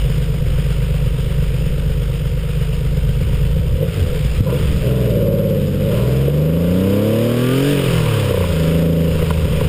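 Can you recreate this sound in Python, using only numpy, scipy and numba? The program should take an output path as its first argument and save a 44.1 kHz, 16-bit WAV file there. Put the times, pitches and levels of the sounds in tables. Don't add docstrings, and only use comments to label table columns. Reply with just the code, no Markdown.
import sys
import numpy as np
from scipy import signal
from scipy.fft import rfft, irfft, next_fast_len
from scipy.io import wavfile
from scipy.ndimage import uniform_filter1d, map_coordinates
from numba import njit

SR = 44100
rng = np.random.default_rng(int(sys.argv[2]) if len(sys.argv) > 2 else 0)


def gain_from_db(level_db):
    decades = np.asarray(level_db, float) / 20
    return 10 ** decades


def unload_wav(signal):
    wavfile.write(
        sys.argv[1],
        SR,
        np.round(np.clip(np.atleast_2d(signal).T, -1, 1) * 32767).astype(np.int16),
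    )


N = 426888
TIME = np.arange(N) / SR


def unit(x):
    return x / np.sqrt(np.mean(x ** 2) + 1e-20)


def curves(rows):
    seconds, *columns = np.transpose(rows)
    return [np.interp(TIME, seconds, column) for column in columns]


def wobble(rate):
    coarse = np.arange(0, N + 64, 64)
    knots = rng.standard_normal(int(N * rate / SR) + 4)
    return np.interp(np.arange(N), coarse, map_coordinates(knots, [coarse * rate / SR]))


def filtered(x, response):
    size = next_fast_len(N + SR // 2)
    return irfft(rfft(x, size) * response(np.fft.rfftfreq(size, 1 / SR)), size)[:N]


def noise(spectrum):
    points_hz, db = np.transpose(spectrum)
    colour = lambda hz: gain_from_db(np.interp(np.log(hz + 1), np.log(points_hz), db))
    return unit(filtered(rng.standard_normal(N), colour))


def ringing(x, modes, soft_hz):
    def body(f):
        total = 0
        for k, (centre, width, db) in enumerate(modes):
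            total = total + (-1) ** k * gain_from_db(db) * 1j * f * width / (centre ** 2 - f * f + 1j * f * width)
        return total / (1 + 1j * f / soft_hz) ** 2
    return filtered(x, body)


def levelled(x, seconds):
    return x / np.sqrt(np.abs(uniform_filter1d(x ** 2, int(seconds * SR))) + 1e-20)


def blows(rows, db):
    return np.bincount(np.round(np.array(rows)[:, 0] * SR).astype(int), gain_from_db(db), N)


def patchy(x, depth_db):
    z = signal.stft(x, nperseg=512)[2]
    field = uniform_filter1d(rng.standard_normal(z.shape), size=4, axis=0)
    field = uniform_filter1d(field, size=16, axis=1)
    return signal.istft(z * gain_from_db(depth_db * unit(field)), nperseg=512)[1][:N]


def mapped(on, off, speed_hz, pedal):
    def read(rows):
        speeds, *columns = np.transpose(rows)
        return np.array([np.interp(speed_hz, speeds, column) for column in columns])
    return pedal * read(on) + (1 - pedal) * read(off)


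# time in seconds, engine cycles a second.
ENGINE_SPEED = [(0, 8.25), (2.3, 8.45), (3.45, 8.25), (3.69, 10.85), (4.23, 8.68), (4.41, 11.3),
                (4.83, 19.45), (5.25, 17.93), (5.45, 17.77), (5.75, 15.04), (5.95, 19.1), (6.65, 28.7),
                (7.5, 42.3), (7.7, 48.6), (8.0, 39.2), (8.45, 28.3), (8.8, 27.6), (9.68, 26.1)]
# time in seconds, pedal from 0 to 1.
PEDAL_POSITION = [(0, 0.46), (.3, 0.38), (2.0, 0.27), (2.25, 0), (2.7, 0.27), (4.4, 0.63), (4.9, 0.75),
                  (5.3, 1), (5.75, 0.58), (6.1, 0.89), (7.72, 0.9), (7.87, 0), (8.2, 0.51), (8.5, 0.55),
                  (8.65, 0.84), (9.0, 0.92), (9.2, 0.48), (9.68, 0.43)]
# start in seconds, surge in cycles a second, rise in seconds,
# fall in seconds, how far the throttle shuts in the fall from 0 to 1.
STABS = [
    (3.75, 9, .12, .36, 1),
    (4.41, 9.6, .18, .24, .8),
    (4.83, 2.5, .12, .25, 0),
    (8.45, -1.5, .2, .11, 0),
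]


def driver():
    speed_hz, = curves(ENGINE_SPEED)
    pedal, = curves(PEDAL_POSITION)
    for start, surge, rise, fall, shut in STABS:
        up = np.clip((TIME - start) / rise, 0, 1)
        down = np.clip((TIME - start - rise) / fall, 0, 1)
        speed_hz = speed_hz + surge * (np.sin(np.pi / 2 * up) - down)
        pedal = np.where((up > 0) & (up < 1) & (surge > 0), .84, pedal)
        pedal = pedal * np.where((down > 0) & (down < 1), 1 - shut, 1)
    flywheel_s, foot_s = .07, .05
    speed_hz = uniform_filter1d(speed_hz, size=int(flywheel_s * SR))
    return speed_hz, np.clip(uniform_filter1d(pedal, size=int(foot_s * SR)), 0, 1)


def slowing(speed_hz):
    return np.clip(-uniform_filter1d(np.gradient(speed_hz) * SR, size=4000) / 22, 0, 1)


def firings(cycles, rough, cylinders):
    count = np.arange(1, int(6 * cycles[-1]))
    size, late = np.array(cylinders)[count % 6].T
    late_chance, size_chance = rng.standard_normal((2, len(count)))
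    rough = rough[np.searchsorted(6 * cycles, count)]
    at = np.searchsorted(6 * cycles, count + late + 0.13 * rough * late_chance)
    return np.bincount(np.minimum(at, N - 1), size * np.exp(rough * size_chance), N)


# time in seconds, size scatter of the firings, mix from idling (0) to pulling (1).
BURNING = [(0, .12, 0), (3.4, .12, 0), (3.7, .28, .3), (4.4, .22, .4), (4.9, .07, 1), (5.3, .04, 1),
           (5.8, .07, 1), (6.4, .06, 1), (7.6, .05, 1), (7.85, .16, 1), (8.5, .15, 1), (8.8, .07, 1),
           (9.05, .1, 1), (9.2, .28, .8), (9.68, .22, .8)]
IDLING = [(0.3, 0.2), (0.64, -0.138), (0.79, 0.093), (1.15, -0.196), (0.39, 0.001), (1.5, -0.2)]
UNDER_THROTTLE = [(0.98, 0.144), (0.56, -0.264), (0.86, 0.107), (-0.83, 0.058), (-0.76, 0.221),
                  (0.91, 0.255)]


def gas_pulses(cycles):
    rough, throttle = curves(BURNING)
    idling = firings(cycles, rough, IDLING)
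    pulling = firings(cycles, rough, UNDER_THROTTLE)
    return (1 - throttle) * idling + throttle * pulling, rough, throttle


# cycles a second, firing tone in dB, bank tone in dB, body shake in dB.
TONES_PEDAL_DOWN = [(8.3, -15.5, -45, -17), (11.2, -10.5, -21, -24), (14.9, -29, -34, -44),
                    (18.3, -19, -24.5, -31), (20.4, -13.5, -24.5, -37.5), (26.8, -14.5, -24.5, -29.5),
                    (35.4, -17, -20, -37.5), (47, -17, -16.5, -31)]
# cycles a second, firing tone in dB, bank tone in dB, body shake in dB.
TONES_LIFTED = [(8.4, -24.5, -44, -29), (10.7, -31.5, -23, -23), (15, -16, -29, -23), (17.8, -32, -36, -27),
                (20.6, -41, -22, -14), (26, -32, -18, -11.5), (33.8, -44.5, -18.5, -20),
                (47, -29.5, -17.5, -26)]
# frequency in Hz, level in dB per Hz.
SHAKE_COLOUR = [(15, 0), (28, -13), (42, -1), (65, 0.5), (120, -3), (250, -17.5), (600, -29), (800, -105)]


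def tones_and_shake(turn, speed_hz, pedal, throttle):
    firing_db, bank_db, shake_db = mapped(TONES_PEDAL_DOWN, TONES_LIFTED, speed_hz, pedal)
    beat = turn - .1 + .06 * wobble(8)
    tones = gain_from_db(firing_db + 3.5) * np.cos(6 * beat)
    overtones = gain_from_db(-6) * np.cos(9 * beat) + gain_from_db(-12) * np.cos(12 * beat)
    tones += (1 - throttle) * gain_from_db(firing_db) * overtones
    tones += gain_from_db(bank_db + 3.5) * np.sin(3 * turn + .2 * wobble(6))
    second_db = bank_db - 14 + 12 * slowing(speed_hz)
    tones += throttle * gain_from_db(second_db) * np.sin(4 * turn + .3 * wobble(6))
    return tones + gain_from_db(shake_db + 2 * wobble(7)) * noise(SHAKE_COLOUR)


def alternator(throttle):
    return (1 - throttle) * gain_from_db(-55) * np.sin(2 * np.pi * 945 * TIME + 1.3 * wobble(15))


# frequency in Hz, width in Hz, level in dB.
MUFFLER_MODES = [(79.4, 4.7, -5.5), (128.8, 26.8, 4.5), (159.1, 30.2, 4.5), (184.6, 14.4, -6)]


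def muffler_boom(pulses, boom_db):
    return gain_from_db(boom_db - 4.0) * levelled(ringing(pulses, MUFFLER_MODES, soft_hz=407), 0.53)


# frequency in Hz, width in Hz, level in dB.
HEADER_MODES = [(178.7, 55, 6), (266.4, 14.6, 11.5), (316, 37, 1.5)]


def header_pipes(pulses, header_db, throttle):
    level = gain_from_db(header_db - 9.0 + 1.8 * throttle)
    return level * levelled(ringing(pulses, HEADER_MODES, soft_hz=590), 0.19)


# frequency in Hz, width in Hz, level in dB.
SHELL_MODES = [(372.6, 134, -3.5), (431, 42, 8), (486, 58.8, 8.5), (569.5, 88, 2.5), (633, 34.7, -4.5)]


def shell_rasp(shaken, rasp_db, throttle):
    level = gain_from_db(rasp_db - 0.18 - 2.5 * throttle)
    return level * levelled(ringing(shaken, SHELL_MODES, soft_hz=810), 0.099)


# time in seconds, swell in dB, length in seconds.
SLACK = [
    (4.495, 11, 0.061),
    (4.978, 4, .1),
    (5.99, 10.5, .12),
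    (8.046, 5, .12),
]
# frequency in Hz, width in Hz, level in dB.
PANEL_MODES = [(979, 91, 12), (1183, 90, 2), (1397, 44, 6)]


def panel_buzz(shaken, buzz_db):
    for start, swell_db, length in SLACK:
        buzz_db = buzz_db + swell_db * np.exp(-((TIME - start) / length) ** 2)
    driven = ringing(shaken, [(1300, 660, 0)], soft_hz=4000)
    return gain_from_db(buzz_db) * levelled(ringing(driven, PANEL_MODES, soft_hz=3030), 0.34)


# frequency in Hz, width in Hz, level in dB.
CASE_MODES = [(1640, 150, 1.5), (2490, 260, -1), (3050, 260, 1)]


def case_ring(shaken, machinery_db, speed_hz):
    level_db = machinery_db - 5 + 0.48 * (speed_hz - 39)
    return gain_from_db(level_db) * levelled(ringing(shaken, CASE_MODES, soft_hz=8000), 0.27)


# frequency in Hz, level in dB per Hz.
HISS_COLOUR = [(380, -26), (650, -7), (700, -2.5), (820, -11), (926, -5.5), (1060, -7.5), (1230, -4.5),
               (1460, -4), (1740, -7), (2460, -4), (2960, -2), (3630, -7), (4290, -15.5), (5080, -8.5),
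               (6000, -26.5), (7800, -67), (13200, -120)]


def valve_hiss(turn, machinery_db):
    gate = 1 + .2 * np.cos(6 * turn) + .08 * np.cos(2 * turn + 1) + .12 * np.cos(turn)
    flutter_db = .7 * wobble(5.5)
    hiss = unit(gate * patchy(noise(HISS_COLOUR), depth_db=1.0))
    return gain_from_db(machinery_db + 2.5 + flutter_db) * hiss


# time in seconds, peak in dB.
HEAVY_FIRINGS = [(1.21, -22), (3.546, -20), (3.595, -2.5), (3.658, -9), (3.72, -2), (3.741, -5),
                 (3.847, -1), (4.047, -4), (4.204, -4), (4.406, 9)]


def thumps():
    pushes = blows(HEAVY_FIRINGS, np.array(HEAVY_FIRINGS)[:, 1] + 43)
    return ringing(pushes, [(111, 38, 0)], soft_hz=169)


def fan_whine(turn, machinery_db, speed_hz, throttle):
    level_db = machinery_db - 6.5 - 9 * slowing(speed_hz) + 3 * wobble(4)
    blades = np.sin(28 * turn + .7 * wobble(12)) + .7 * np.sin(34 * turn + wobble(12))
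    strength = np.interp(speed_hz, [28, 32.8, 43, 46], [0, 0.28, 1.8, 0.39])
    return throttle * gain_from_db(level_db) * blades * strength


# frequency in Hz, width in Hz, level in dB.
TAILPIPE_MODES = [(190.6, 14, 9.5), (221, 52, -1.5)]


def tailpipe_boom(pulses, boom_db, speed_hz, throttle):
    level = throttle * gain_from_db(boom_db - 4.0 - 0.86 * np.abs(speed_hz - 18))
    return level * levelled(ringing(pulses, TAILPIPE_MODES, soft_hz=615), 0.2)


SINGING_ORDERS = [9, 13, 15, 16, 18, 19, 22, 25, 28, 30, 31, 32, 33]
SINGING_LEVELS = [2.5, -3, -3.5, -7, -3.5, -6, -8, -6.5, -4.5, -5, -4, -6, -5]
# frequency in Hz, width in Hz, level in dB.
SINGING_MODES = [(575, 207, 1)]


def shell_singing(turn, speed_hz, pedal, rasp_db, throttle):
    song = np.zeros(N)
    for order, db in zip(SINGING_ORDERS, SINGING_LEVELS):
        song += gain_from_db(db) * np.sin(order * turn + order ** 2 + .6 * wobble(5))
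    song *= gain_from_db(-9 * (1.5 - pedal) + 3 * (speed_hz < 19.5))
    song = filtered(song, lambda hz: 1 / (1 + (hz / 640) ** 20))
    return throttle * gain_from_db(rasp_db + 2.0) * ringing(song, SINGING_MODES, soft_hz=930)


# time in seconds, peak in dB, panel ring in dB.
JOINTS = [(5.07, -18, -31), (5.167, -24, -30), (6.089, -23, -24), (6.277, -11, -41), (8.306, -15, -25),
          (8.339, -12.5, -23), (8.372, -12.5, -22), (8.405, -18.5, -16), (8.44, -17.5, -13.5),
          (9.222, -16.5, -24), (9.306, -19, -8.5), (9.61, -16, -18)]


def knocks():
    knock_db, ring_db = np.array(JOINTS)[:, 1:].T
    knock = ringing(blows(JOINTS, knock_db + 43.0), SHELL_MODES, soft_hz=1530)
    return knock + ringing(blows(JOINTS, knock_db + ring_db + 42.5), PANEL_MODES, soft_hz=3000)


# cycles a second, muffler boom in dB, header pipes in dB, shell rasp in dB, panel buzz in dB.
PIPES_PEDAL_DOWN = [(8.45, -13, -39, -30.5, -50), (10.5, -21, -28, -38, -56), (16.2, -14, -21, -22.5, -47),
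                    (16.67, -15, -36.5, -17.5, -41.5), (20.4, -19.5, -24, -18.5, -45),
                    (26.9, -34.5, -14.5, -21.5, -44), (35.6, -64, -13.5, -16.5, -36),
                    (44.5, -30, -21, -18, -40)]
# cycles a second, muffler boom in dB, header pipes in dB, shell rasp in dB,
# panel buzz in dB.
PIPES_LIFTED = [(8.3, -20, -78, -36, -70.5), (11, -15.5, -57, -25.5, -83), (15, -31, -18, -28.5, -84),
                (18.3, -22, -46, -32.5, -69), (22.1, -22.5, -45, -30, -51), (26, -8.5, -40, -28, -40.5),
                (35, -3.5, -36.5, -25.5, -35), (46.2, -27, -9.5, -17, -42)]
# time in seconds, level in dB.
MACHINERY_LEVEL = [(0.0, -39), (0.05, -40), (2.42, -42.5), (2.67, -41), (3.64, -42), (3.8, -44),
                   (3.96, -38), (4.39, -39), (4.42, -41), (4.66, -36.5), (5.77, -42.5), (5.96, -37),
                   (6.47, -40), (7.68, -29.5), (8.68, -34.5), (8.9, -40), (9.27, -35), (9.68, -35.5)]


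def engine():
    speed_hz, pedal = driver()
    cycles = np.cumsum(speed_hz) / SR
    turn = 2 * np.pi * cycles
    pulses, rough, throttle = gas_pulses(cycles)
    boom_db, header_db, rasp_db, buzz_db = mapped(PIPES_PEDAL_DOWN, PIPES_LIFTED, speed_hz, pedal)
    machinery_db, = curves(MACHINERY_LEVEL)
    shaken = levelled(pulses, .3) + (7 - 3 * throttle) * rough * rng.standard_normal(N)
    sound = tones_and_shake(turn, speed_hz, pedal, throttle) + alternator(throttle)
    sound += muffler_boom(pulses, boom_db)
    sound += header_pipes(pulses, header_db, throttle)
    sound += shell_rasp(shaken, rasp_db, throttle)
    sound += panel_buzz(shaken, buzz_db)
    sound += case_ring(shaken, machinery_db, speed_hz)
    sound += valve_hiss(turn, machinery_db)
    sound += fan_whine(turn, machinery_db, speed_hz, throttle)
    sound += tailpipe_boom(pulses, boom_db, speed_hz, throttle)
    return sound + shell_singing(turn, speed_hz, pedal, rasp_db, throttle)


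def scene():
    return (engine() + thumps() + knocks())[None]


@njit
def recover(gain, step):
    out = gain.copy()
    for i in range(1, len(out)):
        out[i] = min(gain[i], out[i - 1] + step * (1 - out[i - 1]))
    return out


def band_limit(x):
    return signal.sosfilt(signal.butter(12, 16010, fs=SR, output="sos"), x)


def record(dry):
    needed = np.minimum(1, gain_from_db(-8) / (np.abs(dry[0]) + 1e-9)) ** .9
    gain = recover(needed, 1 / (.1 * SR))
    gain = uniform_filter1d(gain, size=180, origin=89)
    slow = signal.resample_poly(dry[0] * gain * gain_from_db(1.5), 40, 147)
    held = signal.resample_poly(np.repeat(slow, 4), 147, 160)[:N]
    held = filtered(held, lambda hz: hz < 15330)
    return band_limit(held[None])


dry = scene()
out = record(dry)
unload_wav(out)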